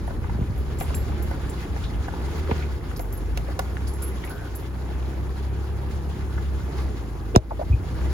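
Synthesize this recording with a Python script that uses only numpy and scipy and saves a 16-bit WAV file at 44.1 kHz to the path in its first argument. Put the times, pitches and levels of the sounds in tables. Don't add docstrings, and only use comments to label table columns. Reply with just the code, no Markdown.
import sys
import numpy as np
from scipy import signal
from scipy.fft import rfft, irfft, next_fast_len
from scipy.io import wavfile
from scipy.ndimage import uniform_filter1d

SR = 44100
rng = np.random.default_rng(int(sys.argv[2]) if len(sys.argv) > 2 else 0)


def to_wav(sig):
    pcm = np.clip(np.atleast_2d(sig), -1, 1) * 32767
    pcm = np.round(pcm).astype(np.int16)
    wavfile.write(sys.argv[1], SR, pcm.T)


N = 358522
TIME = np.arange(N) / SR

# (frequency [Hz], level [dB])
WELL_MODES = [(545, -5.5), (690, -3), (810, -7.5), (931, -6), (1130, -10.5), (1450, -1.5), (1700, -5.5),
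              (2050, -2), (2840, -19), (3490, -44)]


def from_db(db):
    return 10 ** (np.asarray(db) / 20)


def rms_one(x):
    return x / np.sqrt(np.mean(x ** 2) + 1e-20)


def peak_one(x):
    return x / (np.abs(x).max() + 1e-12)


def in_time(rows):
    time_s, *columns = np.transpose(rows)
    return [np.interp(TIME, time_s, column) for column in columns]


def at_hz(points, hz):
    known_hz, *columns = np.transpose(points)
    return [np.interp(np.log(hz + 1e-6), np.log(known_hz), column) for column in columns]


def cut(x, hz, kind, order=2):
    sos = signal.butter(order, np.clip(hz, 10, .45 * SR), kind, fs=SR, output="sos")
    return signal.sosfilt(sos, x + 1e-18)


def drift(rate_hz):
    step = 40
    r = np.exp(-2 * np.pi * rate_hz * step / SR)
    noise = rng.standard_normal(N // step + 2002)
    slow = signal.lfilter([1], [1, -2 * r, r * r], noise)[2000:]
    return np.interp(np.arange(N) / step, np.arange(len(slow)), rms_one(slow))


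def ring(force, hz, t60_s):
    r = from_db(-60 / (t60_s * SR))
    w = 2 * np.pi * hz / SR
    return signal.lfilter([0, np.sin(w)], [1, -2 * r * np.cos(w), r * r], force + 1e-18)


def resonate(x, hz, width_hz):
    r = np.exp(-np.pi * width_hz / SR)
    zeros = (1 - r * r) / 2 * np.array([1, 0, -1])
    poles = [1, -2 * r * np.cos(2 * np.pi * hz / SR), r * r]
    return signal.lfilter(zeros, poles, x + 1e-18)


def burst(decay_s):
    t = TIME[:SR // 4]
    impacts = rng.standard_normal(len(t)) * rng.exponential(1, len(t))
    return impacts * np.exp(-t / max(decay_s, 1e-4))


def add(track, time_s, sound):
    start = max(round(time_s * SR), 0)
    track[start:start + len(sound)] += sound[:N - start]


def ports(shared, diffuse=None):
    # (frequency [Hz], likeness [0-1], left lead [rad])
    port_curve = [(49.7, 0.88, 0.71), (356, 0.96, -0.12), (427, 1, 1.25), (596, 1, -1.73), (1170, 0.68, -1),
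                  (1600, 0.22, 0), (3470, 0.22, 1.5), (6400, 0.26, 1), (7365, 1, 1.5), (12620, 1, 8),
                  (13900, 0.7, 10), (15800, 0.8, 7)]
    size = next_fast_len(N + SR // 10)
    alike, lead_rad = at_hz(port_curve, np.arange(size // 2 + 1) * SR / size)
    both = rfft(shared, size)
    if diffuse is not None:
        alike = np.clip(alike, 0, 1)
        sides = np.array([[1], [-1]])
        both = np.sqrt((1 + alike) / 2) * both + sides * np.sqrt((1 - alike) / 2) * rfft(diffuse, size)
    lag = np.exp(-1j * lead_rad * np.array([[0], [1]]))
    return irfft(both * lag, size)[:, :N]


def from_the_right(x, lag_s=0.000437):
    left, right = x
    return np.array([np.interp(TIME - lag_s, TIME, left), right])


def banded_noise(spectrum, patchy_db, flicker_hz):
    out = 0
    together = drift(flicker_hz)
    edges_hz = 20 * 2 ** np.arange(0, 10.1, .5)
    white = rng.standard_normal((2, 2, N))
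    for k, (low, high) in enumerate(zip(edges_hz, edges_hz[1:])):
        if high > spectrum[0][0] and low < spectrum[-1][0]:
            flicker_db = patchy_db * (together + drift(flicker_hz))
            level_db = at_hz(spectrum, np.sqrt(low * high))[0] + flicker_db
            out = out + from_db(level_db) * cut(white[k % 2], [low, high], "band")
    return rms_one(ports(*out))


def climbs():
    # (middle [s], half length to 1/e [s], drone gain [dB], gravel gain [dB])
    climb_events = [(0.82, 0.27, 0, 2.5), (1.333, 0.044, 4, 1), (2.258, 0.083, 0.5, 2.5),
                    (2.546, 0.079, -1, 2.5), (3.415, 0.15, 8.5, 0), (6.794, 0.092, 5.5, 4.5),
                    (8.054, 0.18, 4, 6.5)]
    gains_db = 0
    for middle_s, half_s, drone_db, gravel_db in climb_events:
        bell = np.exp(-((TIME - middle_s) / half_s) ** 2)
        gains_db = gains_db + np.outer([drone_db, gravel_db], bell)
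    return gains_db


def hiss(level_db=-62.0):
    noise = cut(rng.standard_normal(N), [7000, 15000], "band")
    return from_db(level_db) * ports(rms_one(noise))


def keys(reach_hz=600, tick_s=0.01, t60_s=0.065, rattle_db=-12, rattle_s=0.049, ring_db=2.5, tick_db=5):
    # (time [s], level [dB], brightest pitch [Hz])
    clinks = [(0.071, -47, 11050), (0.577, -44, 11500), (0.785, -37.5, 7482), (0.8, -31.5, 12800),
              (0.819, -37, 9150), (0.945, -31, 7440), (0.948, -30, 11900), (1.223, -36, 12300),
              (1.495, -36.5, 8200), (2.967, -40, 12000), (3.004, -34, 12200), (3.124, -35.5, 12100),
              (3.171, -42, 11000), (3.875, -37, 10000), (3.935, -39, 8150), (4.021, -28.5, 11100),
              (4.2437, -37.5, 11600), (4.295, -36.5, 12600), (4.5516, -32.5, 11800)]
    # (frequency [Hz], level [dB])
    key_modes = [(7482, -1), (8999, -7), (10211, -5), (11050, 0), (11917, -5), (12600, -5), (13400, -5),
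                 (15738, -8)]
    strength_spread_db, pitch_spread_hz, damping_spread_octaves = 3, 11.5, 0.41
    out = np.zeros(N)
    for time_s, level_db, bright_hz in clinks:
        force = burst(tick_s) + from_db(rattle_db) * burst(rattle_s)
        tone = 0
        for hz, mode_db in key_modes:
            strength = from_db(mode_db + rng.normal(0, strength_spread_db))
            strength = strength / np.hypot(1, (hz - bright_hz) / reach_hz)
            key_hz = hz + rng.normal(0, pitch_spread_hz)
            key_t60_s = t60_s * 2 ** rng.normal(0, damping_spread_octaves)
            tone = tone + strength * peak_one(ring(force, key_hz, key_t60_s))
        tick = peak_one(cut(force, 6400, "high"))
        add(out, time_s, from_db(level_db) * (from_db(ring_db) * peak_one(tone) + from_db(tick_db) * tick))
    return out


def rubs(width_hz=170, muffle_hz=1900):
    # (time [s], peak [dB], pitch [Hz], decay [s])
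    rub_events = [(2.494, -18, 437, 0.0061), (2.512, -19, 377, 0.018), (4.301, -36, 1494, 0.12),
                  (7.346, -12.5, 388, 0.023), (7.351, -16, 675, 0.015), (7.374, -12, 625, 0.006),
                  (7.507, -19, 850, 0.0056), (7.516, -19.5, 627, 0.0057), (7.593, -20.5, 630, 0.012),
                  (7.612, -18, 674, 0.01), (7.63, -28, 693, 0.005), (7.724, -36.5, 2480, 0.017)]
    out = np.zeros(N)
    for time_s, peak_db, hz, decay_s in rub_events:
        slip = cut(burst(decay_s), muffle_hz, "low")
        hollow = resonate(resonate(slip, hz, width_hz), hz, width_hz)
        add(out, time_s, from_db(peak_db) * peak_one(hollow))
    return out


def cracks(crack_hz=4000, trim_ring_db=19.5):
    # (time [s], peak [dB], decay [s])
    crack_events = [(3.3747, -23, 0.0019), (3.591, -22, 0.0038), (7.3606, -1, 0.002), (7.372, -14, 0.0064)]
    # (frequency [Hz], width [Hz], level [dB])
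    trim_modes = [(1490, 300, 0), (2700, 260, 5), (3680, 300, 7.5), (5500, 600, 1.5)]
    out = np.zeros(N)
    for time_s, peak_db, decay_s in crack_events:
        force = burst(decay_s)
        trim = sum(from_db(db) * resonate(force, hz, width_hz) for hz, width_hz, db in trim_modes)
        crack = cut(force, [400, crack_hz], "band", order=1)
        add(out, time_s, from_db(peak_db) * peak_one(crack + from_db(trim_ring_db) * trim))
    return out


def jolts(bending_s_root_hz=0.1077, mass_hz=220, front_hz=1500):
    # (time [s], peak [dB], contact softness as cut-off [Hz])
    jolt_events = [(.347, -20, 258), (0.388, -18.5, 350), (0.41, -16, 220), (0.493, -17, 145),
                   (2.513, -14, 400), (7.3607, 9.5, 850), (7.694, -8.5, 86), (7.728, -11.5, 115)]
    # (frequency [Hz], width [Hz], level [dB])
    cab_modes = [(63, 9, 0), (109, 33, 1.5), (210, 65, -6), (370, 32, -5), (680, 75, -2), (1000, 140, 9.5)]
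    out, size = np.zeros(N), SR // 4
    wave = cut(signal.unit_impulse(size), mass_hz, "low", order=1)
    panels = wave + sum(from_db(db) * resonate(wave, hz, width_hz) for hz, width_hz, db in cab_modes)
    hz = np.maximum(np.arange(size // 2 + 1) * SR / size, 20)
    delay_s = bending_s_root_hz * np.maximum(hz ** -.5 - front_hz ** -.5, 0)
    phase_rad = 2 * np.pi * np.cumsum(delay_s) * SR / size
    thump = irfft(rfft(panels) * np.exp(-1j * phase_rad), size)
    fade = np.hanning(2 * size)[size:]
    for time_s, peak_db, soft_hz in jolt_events:
        add(out, time_s, from_db(peak_db) * peak_one(fade * cut(thump, [55, soft_hz], "band")))
    return out


def scrapes(edge_ratio=1.1):
    # (time [s], level [dB], pitch [Hz], decay [s])
    scrape_events = [(0.808, -27, 2240, 0.0098), (0.943, -27.5, 2420, 0.0032), (1.837, -32, 3570, 0.033),
                     (2.51, -25, 2440, 0.009), (2.623, -31.5, 2240, 0.023), (2.914, -29, 1550, 0.0017),
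                     (2.962, -34, 5000, 0.011), (3.374, -24, 2550, 0.003), (3.769, -22.5, 1500, 0.0024),
                     (3.871, -33, 4840, 0.019), (4.236, -34, 1300, 0.003), (4.238, -28.5, 2090, 0.007),
                     (4.274, -34, 2240, 0.02), (6.377, -32, 1420, 0.0022), (7.352, -20, 2820, 0.012),
                     (8.013, -31.5, 1380, 0.0033)]
    out = np.zeros(N)
    for time_s, level_db, hz, decay_s in scrape_events:
        shower = cut(burst(decay_s), [hz / edge_ratio, hz * edge_ratio], "band", order=1)
        add(out, time_s, from_db(level_db) * peak_one(cut(shower, 2 * hz, "low")))
    return out


def stones(knock_db=4.0, chip_db=-1.0, chip_hz=2400, tail_db=-24, tail_s=0.11, crumble_s=0.0036,
           reach_octaves=0.59, well_t60_s=0.032):
    # (time [s], level [dB], relative treble [dB], pitch [Hz])
    stone_events = [(0.077, -27, -32, 706), (0.107, -31.5, -22, 706), (0.242, -33.5, -23, 1000),
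                    (0.295, -30, -22, 890), (0.809, -26, -3, 690), (0.905, -28.5, -24, 745),
                    (1.312, -25.5, -6, 670), (1.763, -26.5, -21, 820), (2.083, -26, -11, 891),
                    (2.136, -29.5, -21, 830), (2.513, -22, -25, 930), (2.994, -26, -1, 675),
                    (3.374, -28.5, 5, 600), (3.485, -30.5, -9, 651), (3.592, -18.5, 1.5, 760),
                    (5.834, -34, -16, 730), (6.38, -29, -35, 1040)]
    out = np.zeros(N)
    for time_s, level_db, treble_db, pitch_hz in stone_events:
        force = burst(crumble_s) + from_db(tail_db) * burst(tail_s)
        snap = force + 6 * signal.unit_impulse(len(force))
        knock = 0
        for hz, mode_db in WELL_MODES:
            nearness = 1 / (1 + (np.log2(hz / pitch_hz) / reach_octaves) ** 2)
            gain = from_db(mode_db) * nearness * rng.choice([-1, 1])
            knock = knock + gain * ring(snap, hz, well_t60_s)
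        chip = cut(cut(force, chip_hz, "high"), 13000, "low", order=1)
        blow = from_db(knock_db) * peak_one(knock) + from_db(chip_db + treble_db) * peak_one(chip)
        add(out, time_s, from_db(level_db) * blow)
    return out


def body_rumble(level_db):
    # (frequency [Hz], density [dB per Hz])
    rumble_spectrum = [(22, -18), (35, -4), (48, -2), (75, 4), (100, -10), (150, -12), (220, -12),
                       (400, -40)]
    return from_db(level_db) * banded_noise(rumble_spectrum, patchy_db=0.5, flicker_hz=4.7)


def tyre_roll(level_db):
    # (frequency [Hz], density [dB per Hz])
    roll_spectrum = [(80, 5.5), (150, -6), (260, -3.5), (350, 2.5), (440, -6.5), (570, -12.5), (720, -7.5),
                     (950, -15), (1400, -15.5), (3000, -58)]
    return from_db(level_db) * banded_noise(roll_spectrum, patchy_db=1.0, flicker_hz=13.5)


def wheel_well(x, direct=1.0, width_hz=80, shift_db=4.5):
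    out = direct * x
    for hz, mode_db in WELL_MODES:
        out = out + from_db(mode_db + shift_db * drift(10.0)) * resonate(x, hz, width_hz)
    return rms_one(out)


def gravel_crunch(level_db):
    # (frequency [Hz], density [dB per Hz])
    gravel_spectrum = [(500, -9.5), (950, 2), (1500, -0.5), (2200, -2.5), (3300, -4.5), (5000, -7),
                       (7000, -12), (11000, -17), (16000, -20)]
    crunch = banded_noise(gravel_spectrum, patchy_db=1.71, flicker_hz=14.7)
    return from_db(level_db) * wheel_well(crunch)


def pebbles(median_per_s=170, ring_cycles=18, spread_db=3.6):
    sizes = from_db(spread_db * np.minimum(rng.exponential(1, N), 4)) * rng.choice([-1, 1], N)
    born = rng.random(N) < median_per_s * from_db(6 * drift(9)) / SR
    pitches_hz, dealt = np.geomspace(620, 4500, 20), rng.integers(0, 20, N)
    out = 0
    for k, hz in enumerate(pitches_hz):
        snaps = sizes * born * (dealt == k)
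        out = out + ring(snaps, hz, ring_cycles / hz) * (hz / 1000) ** -.4
    return rms_one(out)


def engine(firing_hz, labour_db, overtones_db=-32, uneven_db=3):
    # (firing rate [Hz], firing tone level [dB])
    cab_boom = [(48, -30.5), (55, -32), (59.5, -37), (62.5, -33), (65.5, -27.5), (71, -29), (80, -26)]
    # (multiple of firing rate [1], relative level [dB])
    tones = [(1, 0), (1.5, -9), (2, -10), (2.5, -16), (3, -19.5), (4, -24), (4.5, -23), (5, -20),
             (5.5, -24), (6, -23)]
    boom_db = at_hz(cab_boom, firing_hz)[0] + labour_db
    crank = np.cumsum(firing_hz * (1 + 0.006 * drift(15.4))) / SR
    out = 0
    for multiple, level_db in tones:
        drone_db = boom_db if multiple == 1 else overtones_db + uneven_db * drift(6.3)
        tone = np.sin(2 * np.pi * (multiple * crank + rng.random()))
        out = out + from_db(drone_db + level_db) * tone
    return ports(np.sqrt(2) * out)


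def scene():
    # (time [s], rumble level before a 10.5 dB lift [dB])
    sway = [(0, -39.5), (.9, -39.5), (2.1, -42), (2.85, -46), (3.25, -43), (4.4, -47.5), (5.9, -45),
            (6.5, -42.5), (7.2, -47.5), (8.13, -41)]
    # (time [s], gravel crunch [dB])
    trail = [(0.0, -50), (0.6, -49.5), (0.88, -46.5), (1.26, -45.5), (2.07, -47), (2.45, -43.5),
             (3.1, -50.5), (3.92, -46.5), (4.36, -47.5), (4.66, -48), (6.84, -47.5), (7.22, -50.5)]
    # (time [s], firing rate [Hz])
    speed = [(0.0, 55.8), (0.32, 58.53), (0.72, 69.84), (1.09, 73.47), (1.79, 57.9), (2.08, 52.1),
             (2.31, 72.3), (2.47, 80.27), (2.67, 71.2), (2.92, 52.26), (3.13, 47.37), (3.49, 60.2),
             (3.98, 68.38), (4.35, 58.6), (4.71, 64.15), (6.18, 70.2), (6.38, 67.3), (6.88, 65.8),
             (7.06, 55.5), (7.4, 53), (8.13, 67)]
    sway_follows, roll_follows = 0.26, 0.5
    door_shade_db, pebbles_db = 5, -4.5
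    firing_hz, = in_time(speed)
    labour_db, bite_db = climbs()
    rumble_db = in_time(sway)[0] + sway_follows * labour_db + 10.5
    gravel_db = in_time(trail)[0] + bite_db
    roll_db = -38.5 + roll_follows * (gravel_db - gravel_db.mean())
    cab = ports(rubs() + keys())
    door = from_the_right(jolts() + cracks() * from_db([[-door_shade_db], [0]]))
    rocks = ports(stones() + scrapes(), stones() + scrapes())
    ground = body_rumble(rumble_db) + tyre_roll(roll_db) + gravel_crunch(gravel_db)
    snaps = from_db(gravel_db + pebbles_db) * ports(pebbles(), pebbles())
    return hiss() + cab + door + rocks + ground + snaps + engine(firing_hz, labour_db)


def record(dry, ceiling_db=0.0, release_db_per_s=44, cutoff_hz=16000):
    level_db = 20 * np.log10(np.abs(dry).max(axis=0) + 1e-9)
    over_db = np.maximum(level_db - ceiling_db, 0)
    recovery_db = release_db_per_s * TIME
    duck_db = np.maximum.accumulate(over_db + recovery_db) - recovery_db
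    limited = dry * from_db(-uniform_filter1d(duck_db, size=64))
    return signal.sosfilt(signal.ellip(10, .1, 80, cutoff_hz, fs=SR, output="sos"), limited)


dry = scene()
out = record(dry)
to_wav(out)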